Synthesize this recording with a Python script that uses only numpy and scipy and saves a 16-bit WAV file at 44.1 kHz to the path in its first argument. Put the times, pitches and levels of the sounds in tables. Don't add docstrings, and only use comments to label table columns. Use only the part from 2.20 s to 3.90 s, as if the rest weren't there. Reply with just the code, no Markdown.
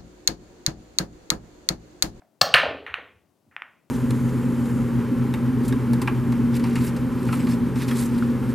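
import sys
import numpy as np
from scipy import signal
from scipy.fft import rfft, irfft, next_fast_len
from scipy.io import wavfile

SR = 44100
rng = np.random.default_rng(int(sys.argv[2]) if len(sys.argv) > 2 else 0)


def unload_audio(sound):
    columns = np.transpose(np.atleast_2d(sound))
    steps = np.round(np.clip(columns, -1, 1) * 32767)
    wavfile.write(sys.argv[1], SR, steps.astype(np.int16))


def natural_amplitude(level_db):
    exponent = np.asarray(level_db, float) / 20
    return 10 ** exponent


N = 74970
T = np.arange(N) / SR
SIZE = next_fast_len(2 * N)
HZ = np.arange(SIZE // 2 + 1) * SR / SIZE


def shape(x, response):
    return irfft(rfft(x, SIZE) * response, SIZE)[..., :N]


def band(hz, width_hz):
    return 1j * HZ * width_hz / (hz ** 2 - HZ ** 2 + 1j * HZ * width_hz)


def soft(hz):
    return 1 / (1 + 1j * HZ / hz)


def thin(hz):
    return 1j * HZ / (hz + 1j * HZ)


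def peak(x, db):
    return x * natural_amplitude(db) / np.abs(x).max()


def fade(start, t60, rise):
    t = np.maximum(T - start, 0)
    return (1 - np.exp(-t / max(rise, 1e-4))) * natural_amplitude(-60 * t / t60)


def pan(db):
    return natural_amplitude(np.array([[db], [-db]]) / 2)


def widen(mid, side):
    bass_wide_db = -17
    return mid + natural_amplitude(bass_wide_db) * side * np.array([[1], [-1]])


def air():
    # f/Hz, density/dB
    air_spectrum = np.array([(18, -74), (30, -52), (79, -12), (210, -7), (295, -8.5), (449, -15.5),
                             (600, -14), (1860, -31.5), (16000, -37)])
    level_db, side_db, left_db = -68.5, -4.5, 6
    density_db = np.interp(np.log(HZ + 1), np.log(air_spectrum[:, 0]), air_spectrum[:, 1])
    noise = shape(rng.standard_normal((3, N)), natural_amplitude(density_db))
    noise = noise / noise.std() * natural_amplitude(level_db)
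    tone = pan(left_db) * (noise[0] + natural_amplitude(side_db) * noise[1:])

    earlier_db, earlier_t60_s, earlier_pan_db = -69.5, 0.39, -9
    earlier = shape(rng.standard_normal(N), band(400, 1500) ** 2)
    earlier = earlier / earlier.std() * natural_amplitude(earlier_db - 60 * T / earlier_t60_s)
    return tone + pan(earlier_pan_db) * earlier


def booms():
    # t/s, level/dB, t60/s
    frame_swells = [
        (.001, -68, .4),
        (.215, -49, 0.86),
        (.34, -23, 0.11),
        (0.438, -38.5, 0.58),
        (.68, -51, 0.67),
        (.79, -61.5, 0.24),
        (.92, -59, 0.48),
        (1.266, -42.5, 0.11),
        (1.44, -65, .3),
    ]
    frame_hz, width_hz, rise_s = 82, 40, .015
    mid, side = shape(rng.standard_normal((2, N)), band(frame_hz, width_hz) ** 2)
    noise = widen(mid, side) / mid.std()
    return noise * sum(natural_amplitude(db) * fade(s, t60, rise_s) for s, db, t60 in frame_swells)


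def thuds():
    # t/s, level/dB, f/Hz, t60/s
    cushion_hits = [(.017, -49, 700, .03), (0.3384, -24, 900, 0.0067), (.343, -13, 560, 0.022),
                    (0.383, -24, 420, .05), (.432, -12, 587, 0.018), (0.451, -21.5, 541, 0.086),
                    (0.502, -24, 370, .06), (.545, -27, 321, 0.02), (.59, -44.5, 425, 0.092),
                    (0.624, -35, 407, 0.025), (.68, -41.5, 373, 0.017), (0.779, -34.5, 445, 0.0497),
                    (0.817, -49.5, 330, .06), (1.262, -54, 214, 0.075), (.24, -34, 520, 0.28),
                    (0.288, -32, 480, 0.13)]
    push_rise_s, knock_db = .016 / 4, -11
    out = np.zeros((2, N))
    for s, db, hz, t60 in cushion_hits:
        push = rng.standard_normal((2, N)) * fade(s, t60, push_rise_s)
        rail = band(hz, hz * .6) ** 2
        knock = band(hz * .4, hz * .45) ** 2
        mid, side = peak(shape(push, rail + natural_amplitude(knock_db) * knock), db)
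        out += widen(mid, side)
    return out


def clicks():
    meetings = [(.3408, 2), (.3415, 3), (.3449, 2), (.3465, 5), (.3655, 4), (.6650, 2), (.6654, 3),
                (.74172, 2), (.74203, 3), (1.3118, 2), (1.36545, 2), (1.42105, 2), (.0203, 2)]
    # contact time/ms, time between pulses/ms, level change per pulse/dB
    contacts = [(.3, .3, -.5), (.3, .31, .1), (.55, .5, -8), (.24, .225, -.5), (.34, .37, -.5), (.4, 1, 0),
                (.4, .7, -1), (.39, .73, -1), (.39, .72, -1.5), (.52, .9, -6), (.46, 1.17, -13),
                (.47, .9, -14), (.7, 1.3, -3)]
    # direct level/dB, level into the room/dB
    meeting_levels = [(4, 2.5), (0.5, -3), (1, -7), (-1, -1.5), (-11.5, -4), (-24.5, -19.5), (-66, -78),
                      (-10, -17.5), (-31, -46), (-67, -44), (-16.5, -28.5), (-17.5, -30.5), (-51.5, -62)]
    # f/Hz, width/Hz, level/dB
    resin_modes = [(6200, 680, -14), (9300, 1300, 1.5), (13000, 4000, 4.5)]
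    resin_direct_db = -8.5
    ball = band(2450, 2000) * thin(800) ** 3
    resin = sum(natural_amplitude(db) * band(hz, width_hz) ** 2 for hz, width_hz, db in resin_modes)
    toward_us = ball * soft(4000) + natural_amplitude(resin_direct_db) * resin

    direct, wet = np.zeros(N), np.zeros(N)
    for (s, count), (contact_ms, step_ms, change_db), (db, room_db) in zip(meetings, contacts, meeting_levels):
        order = np.arange(count)
        late_ms = (T - s) * 1000 - step_ms * order[:, None]
        push = np.sin(np.pi * np.clip(late_ms / contact_ms + 1, 0, 1)) ** 2
        chain = -natural_amplitude(change_db * order) @ push
        direct += peak(shape(chain, toward_us), db)
        wet += peak(shape(push[0], ball + resin), room_db)

    rattle = rng.standard_normal(N) * fade(.341, t60=.02, rise=0)
    return direct, wet + peak(shape(rattle, band(6500, 9000)), -27)


def cue():
    # t/s, level/dB, length/s
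    tip_blows = [
        (.2116, -22, .0015),
        (.2134, 0, .0008),
        (.2150, -3, .0012),
        (.2186, -11, .0015),
    ]
    # f/Hz, level/dB, t60/s
    shaft_modes = [(150, -19.5, .04), (420, -16.5, 0.014), (620, -8, 0.013), (1166.4, -10.5, 0.019),
                   (1717, -12.5, .04), (2173, -16, 0.013), (2222, -14, .03), (2724, -14, .03),
                   (3500, -10.5, 0.019), (4165, -2, 0.013), (4800, 6, 0.0078), (7900, -5, 0.0066),
                   (10000, -9, 0.0029), (12800, -16.5, .01)]
    snap_db, snap_t60_s = 8.5, 0.00029
    level_db, crack_db, room_crack_db = -4, -22.5, -14.5
    envelope = sum(natural_amplitude(db) * fade(s, 4 * length, length / 4) for s, db, length in tip_blows)
    rough = rng.standard_normal(N) * envelope
    snap = sum(natural_amplitude(db + snap_db) * fade(s, snap_t60_s, 0) for s, db, _ in tip_blows)
    blow = shape(rough + snap, soft(9230))

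    def ringing(blur):
        body = 0
        for k, (hz, db, t60) in enumerate(shaft_modes):
            width_hz = blur * np.log(1000) / np.pi / t60
            body = body + (-1) ** k * natural_amplitude(db) * band(hz, width_hz) * t60
        return natural_amplitude(level_db) * (peak(shape(blow, body), 0) + peak(rough, crack_db))

    near, far = ringing(1), ringing(3.0)
    return near, shape(far, soft(5000)) + peak(rough, room_crack_db)


def room():
    # f/Hz, level/dB, t60/s
    room_bands = np.array([(100, -2, 0.24), (240.74, 7, .45), (700, 4, 0.42), (1670, -1, 0.38),
                           (3240, -10.5, 0.48), (6000, -4.5, 0.32), (9300, 3, 0.18), (14000, 3.5, 0.14)])
    gap_s, rise_s, sparse_s, roughness = .0008, 0.0079, 0.013, 0.98
    early, wide_db = 0.29, -23.5
    sparse = np.abs(rng.standard_normal((2, N))) ** (3 * roughness * np.exp(-T / sparse_s))
    out = 0
    for hz in 60 * 2 ** np.arange(0, 8.1, .5):
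        db, t60 = (np.interp(np.log(hz), np.log(room_bands[:, 0]), room_bands[:, k]) for k in (1, 2))
        echoes = shape(sparse * rng.standard_normal((2, N)), band(hz, hz * .7) ** 2)
        decay = early * fade(gap_s, t60, 0) + fade(gap_s, t60, rise_s)
        out = out + natural_amplitude(db) * echoes * decay
    mid, side = out / np.sqrt(SR / 100)
    return rfft(mid + natural_amplitude(wide_db) * side * np.array([[1], [-1]]), SIZE)


def scene():
    cue_pan_db, cue_pan_hz = 8, 4516
    cue_room_db, thud_room_db = -3, -13
    background, swells, knocks = air(), booms(), thuds()
    direct, wet = clicks()
    stick, blurred = cue()
    lean = 2 + (pan(cue_pan_db) - 1) * np.abs(band(cue_pan_hz, cue_pan_hz))
    wet = wet + natural_amplitude(cue_room_db) * blurred + natural_amplitude(thud_room_db) * knocks.mean(axis=0)
    return direct + shape(stick, lean) + knocks + swells + shape(wet, room()) + background


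def low_pass(x):
    return signal.sosfilt(signal.butter(12, 16390, fs=SR, output="sos"), x)


def record(dry):
    clip_level = .99
    mic = shape(dry, thin(66) ** 2)
    return low_pass(np.clip(mic, -clip_level, clip_level))


dry = scene()
out = record(dry)
unload_audio(out)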